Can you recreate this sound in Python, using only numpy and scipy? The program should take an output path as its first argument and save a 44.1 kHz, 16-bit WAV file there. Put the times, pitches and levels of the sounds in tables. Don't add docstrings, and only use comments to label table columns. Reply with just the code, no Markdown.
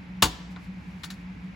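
import sys
import numpy as np
from scipy import signal
from scipy.fft import rfft, irfft
from scipy.io import wavfile
from scipy.ndimage import uniform_filter1d

SR = 44100
rng = np.random.default_rng(int(sys.argv[2]) if len(sys.argv) > 2 else 0)


def wav_out(sig):
    wavfile.write(sys.argv[1], SR, np.round(np.clip(np.atleast_2d(sig).T, -1, 1) * 32767).astype(np.int16))


N = 68355

# (time [s], level [dB], tilt [dB/octave])
BREAK_JOLTS = [(0.2229, -18, 1.7), (0.2258, -12, -1), (0.2302, -18.5, -1), (0.2385, -27, -1.5),
               (0.2445, -25.5, -1.5), (0.2558, -29, -0.5), (0.2620, -33.5, -4.5)]
# (time [s], level [dB], tilt [dB/octave])
EDGE_CLICKS = [(0.5615, -44, -10.5), (1.0342, -41.5, 1), (1.0365, -37, -3), (1.0412, -36.5, -2.5),
               (1.0455, -42.5, 4), (1.1020, -46, -0.5), (1.1042, -38.5, 0.5), (1.1110, -44.5, -0.5),
               (1.1400, -61.5, 5)]
# (frequency [Hz], level [dB], t60 [s], left minus right [dB])
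STRONG_MODES = [(743, -14.5, .14, 5), (890.3, -10.5, 0.1, -3), (976, -12.5, 0.084, 17.5),
                (1073, -10.5, 0.12, 2.5), (1172, -17, 0.15, -8.5), (1484, -18, 0.098, 8),
                (2873, -5, 0.042, 10.5), (3582, -5, 0.036, -1), (3996, -2.5, .038, 0.5),
                (4480, -16.5, 0.14, 7), (5755, -33, 0.043, 3.5), (6664, -17, 0.13, 4.5),
                (7150, -13.5, 0.11, 7), (10535, -20, .08, 0.5)]
# (frequency [Hz], relative level [dB])
DENSE_SPECTRUM = [(150, -6), (300, 2.5), (480, -3.5), (660, -3.5), (950, -0.5), (1400, -1.5), (2100, -7.5),
                  (3700, -4.5), (5300, -5), (7800, -4.5), (10400, -6.5), (13000, -13), (15500, -9.5)]
# (frequency [Hz], relative level [dB])
SNAP_SPECTRUM = [(200, -1), (600, -6.5), (1000, 1), (2000, -7.5), (2900, 5.5), (3900, 3.5), (5600, -6),
                 (8000, -8.5), (10500, -2), (15000, -15)]
# (frequency [Hz], gain [dB])
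CLICK_FILTER = [(300, -28), (700, -10.5), (950, -15.5), (1350, 2), (2000, 7), (2800, -5.5), (3600, 3),
                (5000, 1.5), (7000, -2.5), (14000, -5.5)]
# (frequency [Hz], left minus right [dB])
CLATTER_BALANCE = [(200, 2), (700, -2.5), (1300, -1), (2400, 8), (4400, 4.5), (8000, 0), (15000, -.5)]
# (time [s], level [dB])
BENCH_THUMPS = [(0.2240, -22.5), (0.2568, -29), (0.2990, -50), (1.354, -48.5)]
# (frequency [Hz], level [dB], t60 [s])
BENCH_MODES = [(55, -4.5, 0.32), (80.4, -1.5, .18), (128, 1.5, 0.079), (166.4, -4, 0.15),
               (206.7, 0.5, 0.076), (260.6, -6.5, 0.32), (312.8, -8, .2)]
# (start [s], duration [s], level [dB])
BRUSH_STROKES = [(0.493, 0.052, -61), (0.576, 0.12, -63.5), (0.68, 0.57, -68.5), (1.133, 0.144, -73),
                 (1.382, 0.15, -74)]
# (frequency [Hz], relative level [dB])
BRUSH_SPECTRUM = [(500, -13), (1500, -5), (4000, 0), (7000, -6.5), (11000, -8), (15000, -16)]
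# (band centre [Hz], level [dB], t60 [s])
ROOM_BANDS = [(200, -21, .5), (500, -14.5, 1), (1000, -17.5, 0.99), (2000, -15.5, .7), (3670, -15.5, .62),
              (6000, -18, 0.72), (10400, -19, 0.27), (13860, -24.5, 0.4)]
# (frequency [Hz], side minus mid [dB])
ROOM_WIDTH = [(150, -10), (400, -2.5), (1300, -1.5), (7500, -3.5), (9000, -20)]
# (time [s], level [dB])
HUM_THROB = [(0.0, -39.5), (0.082, -56), (0.112, -39), (0.202, -38), (0.228, -37.5), (0.34, -58.5),
             (0.448, -38), (0.47, -51), (0.496, -39), (0.626, -42.5), (0.65, -51), (0.69, -28),
             (0.742, -44), (0.794, -38.5), (0.836, -57), (0.888, -36.5), (0.922, -49), (0.962, -38),
             (1.0, -55), (1.082, -39.5), (1.138, -39), (1.19, -50), (1.29, -35.5), (1.41, -54.5),
             (1.446, -34), (1.55, -48)]
# (frequency [Hz], level [dB])
MOTOR_TONES = [(58, -55), (115.5, -63), (163, -53.5), (173, -52), (231, -68.5), (242, -67), (286, -62.5)]
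# (frequency [Hz], relative spectral density [dB])
AIR_SPECTRUM = [(25, -13), (40, -8), (62, 2), (100, -4), (190, -4.5), (290, -11), (380, -18.5),
                (650, -23.5), (850, -18), (1200, -23.5), (1700, -21.5), (2300, -18.5), (3200, -29.5),
                (5000, -36), (8000, -47), (11000, -49.5), (15000, -59.5)]
# (frequency [Hz], side minus mid [dB])
NOISE_WIDTH = [(60, -25), (200, -5.5), (380, -5.5), (1290, 0), (4400, -4.5), (7500, -4.5), (9000, -28),
               (15000, -17)]
# (frequency [Hz], phase shift [rad])
LEFT_PORT_PHASE = [(8400, -2.4), (9000, -3.14), (9560, -3.6), (10400, -5.9), (11700, -6.5), (12800, -9.3),
                   (13700, -9.5), (14400, -12.4)]

DENSE_DB, DENSE_T60_S, DAMPING_EXPONENT = -3, 0.11, 0.099
SNAP_DB, SNAP_DECAY_S = 2, 0.0027
HUM_HZ, HUM_WAVER, HUM_CEILING_DB = 182.6, 0.02, -34
SWING_PERIOD_S, SWING_PEAK_S, SWING_HZ = 0.192, 0.1645, 6.5
PORT_SPREAD, PORT_LAG_FROM_HZ = 0.53, 7400
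LOW_CUT_HZ, TOP_HZ = 45, 15900


def glass(contacts, t, dense_hz, dense):
    clatter, tones = np.zeros((2, 2, N))
    hz, db, t60, pan_db = np.array(STRONG_MODES).T
    strong = damped_modes(t, hz, t60)
    weight = gain_at(dense_hz, DENSE_SPECTRUM)
    weight = weight / np.sqrt(np.sum(weight ** 2) / 2) * undb(DENSE_DB)
    for start, level_db, tilt_db in contacts:
        phase = 2 * np.pi * rng.random(len(weight)) + PORT_SPREAD * rng.standard_normal((2, len(weight)))
        ring = (weight * excitation(dense_hz, level_db, tilt_db) * np.exp(1j * phase)) @ dense
        noise = rng.standard_normal(len(t)) + PORT_SPREAD * rng.standard_normal((2, len(t)))
        colour = unit(gain_at(freqs(t), SNAP_SPECTRUM)) * excitation(freqs(t), level_db, tilt_db)
        snap = shaped(noise, colour) * np.exp(-t / SNAP_DECAY_S) * undb(SNAP_DB)
        add(clatter, start, ring.imag + snap)
        amplitude = undb([db + pan_db / 2, db - pan_db / 2]) * excitation(hz, level_db, tilt_db)
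        phasors = np.exp(2j * np.pi * rng.random(len(hz)))
        add(tones, start, ((amplitude * phasors) @ strong).imag)
    balance = gain_at(freqs(clatter), CLATTER_BALANCE) ** np.array([[.5], [-.5]])
    return shaped(clatter, balance), tones


def excitation(hz, level_db, tilt_db):
    return undb(level_db + tilt_db * np.log2(np.maximum(hz, 800) / 2500))


def dense_modes(t, count):
    hz = (np.arange(count) + 4 + rng.random(count)) * TOP_HZ / count
    t60 = DENSE_T60_S * (hz / 1000) ** -DAMPING_EXPONENT
    return hz, damped_modes(t, hz, t60)


def damped_modes(t, hz, t60):
    return np.exp(2j * np.pi * hz[:, None] * t) * fade(t, t60[:, None])


def bench(t):
    thumps = np.zeros((2, N))
    boom = sum((-1) ** k * undb(db) * np.sin(2 * np.pi * hz * t) * fade(t, t60)
               for k, (hz, db, t60) in enumerate(BENCH_MODES))
    for start, level_db in BENCH_THUMPS:
        add(thumps, start, boom * undb(level_db))
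    return thumps


def hands():
    t = np.arange(N) / SR
    noise = wide_noise(N, NOISE_WIDTH)
    friction = unit(shaped(noise, gain_at(freqs(noise), BRUSH_SPECTRUM)))
    swell = sum(undb(db) * np.sin(np.pi * np.clip((t - start) / duration, 0, 1))
                for start, duration, db in BRUSH_STROKES)
    return friction * swell * undb(1.3 * drift(rate_hz=56))


def workshop(x):
    t = np.arange(SR) / SR
    noise = wide_noise(len(t), ROOM_WIDTH)
    log_centres = np.log([row[0] for row in ROOM_BANDS])
    log_hz = np.log(np.maximum(freqs(t), 1))
    build_up = 1 - np.exp(-t / 0.0039)
    tail = 0
    for (_, db, t60), pick in zip(ROOM_BANDS, np.eye(len(ROOM_BANDS))):
        envelope = fade(t, t60) * build_up
        band = shaped(noise, np.interp(log_hz, log_centres, pick))
        tail = tail + undb(db) * band * envelope / np.sqrt(np.sum(envelope ** 2))
    return signal.fftconvolve(x.mean(axis=0)[None], tail, axes=1)[:, :N]


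def machines():
    t = np.arange(N) / SR
    times, throb_db = np.array(HUM_THROB).T
    throb = undb(np.interp(t, times, np.minimum(throb_db, HUM_CEILING_DB)))
    swing = SWING_HZ * np.cos(2 * np.pi * (t - SWING_PEAK_S) / SWING_PERIOD_S)
    pitch = HUM_HZ * (1 + HUM_WAVER * drift(rate_hz=25)) + swing
    hum = throb * np.sin(2 * np.pi * np.cumsum(pitch) / SR)
    for hz, db in MOTOR_TONES:
        hum += undb(db) * np.sin(2 * np.pi * (hz * t + rng.random()) + 0.37 * drift(rate_hz=5))
    return np.sqrt(2) * hum


def air(level_db):
    noise = wide_noise(N, NOISE_WIDTH)
    rush = unit(shaped(noise, gain_at(freqs(noise), AIR_SPECTRUM)))
    return rush * undb(level_db + 0.22 * drift(rate_hz=7.8))


def ports(x):
    hz, radians = np.array([(PORT_LAG_FROM_HZ, 0), *LEFT_PORT_PHASE]).T
    lag = np.exp(1j * np.interp(freqs(x), hz, radians))
    return np.array([shaped(x[0], lag), x[1]])


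def wide_noise(size, width):
    mid, side = rng.standard_normal((2, size))
    return mid + shaped(side, gain_at(freqs(side), width)) * np.array([[1], [-1]])


def drift(rate_hz):
    hold = int(SR / rate_hz)
    steps = np.repeat(rng.standard_normal(N // hold + 2), hold)
    return unit(uniform_filter1d(uniform_filter1d(steps, hold), hold)[:N])


def undb(db):
    return 10 ** (np.asarray(db) / 20)


def gain_at(hz, points):
    knots_hz, db = np.array(points).T
    return undb(np.interp(np.log(np.maximum(hz, 1)), np.log(knots_hz), db))


def freqs(x):
    return np.fft.rfftfreq(x.shape[-1], 1 / SR)


def shaped(x, gain):
    return irfft(rfft(x) * gain, x.shape[-1])


def unit(x):
    return x / np.sqrt(np.mean(x ** 2))


def fade(t, t60):
    return np.exp(-np.log(1000) * t / t60)


def add(out, start, x):
    i = int(start * SR)
    out[:, i:i + x.shape[-1]] += x[..., :N - i]


def scene():
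    t = np.arange(SR * 2 // 5) / SR
    sheet = dense_modes(t, count=440)
    clicks = np.array(glass(EDGE_CLICKS, t, *sheet))
    clicks = shaped(clicks, gain_at(freqs(clicks), CLICK_FILTER))
    clatter, tones = np.array(glass(BREAK_JOLTS, t, *sheet)) + clicks
    impacts = clatter + bench(t)
    return impacts + tones + workshop(impacts) + hands() + machines() + air(level_db=-46)


def record(dry):
    margin = SR // 10
    heard = ports(np.pad(dry, ((0, 0), (margin, margin)), mode="reflect", reflect_type="odd"))
    low_cut = signal.butter(3, LOW_CUT_HZ, "high", fs=SR, output="sos")
    high_cut = signal.ellip(10, .2, 80, TOP_HZ, fs=SR, output="sos")
    return signal.sosfilt(high_cut, signal.sosfilt(low_cut, heard))[:, margin:-margin]


dry = scene()
out = record(dry)
wav_out(out)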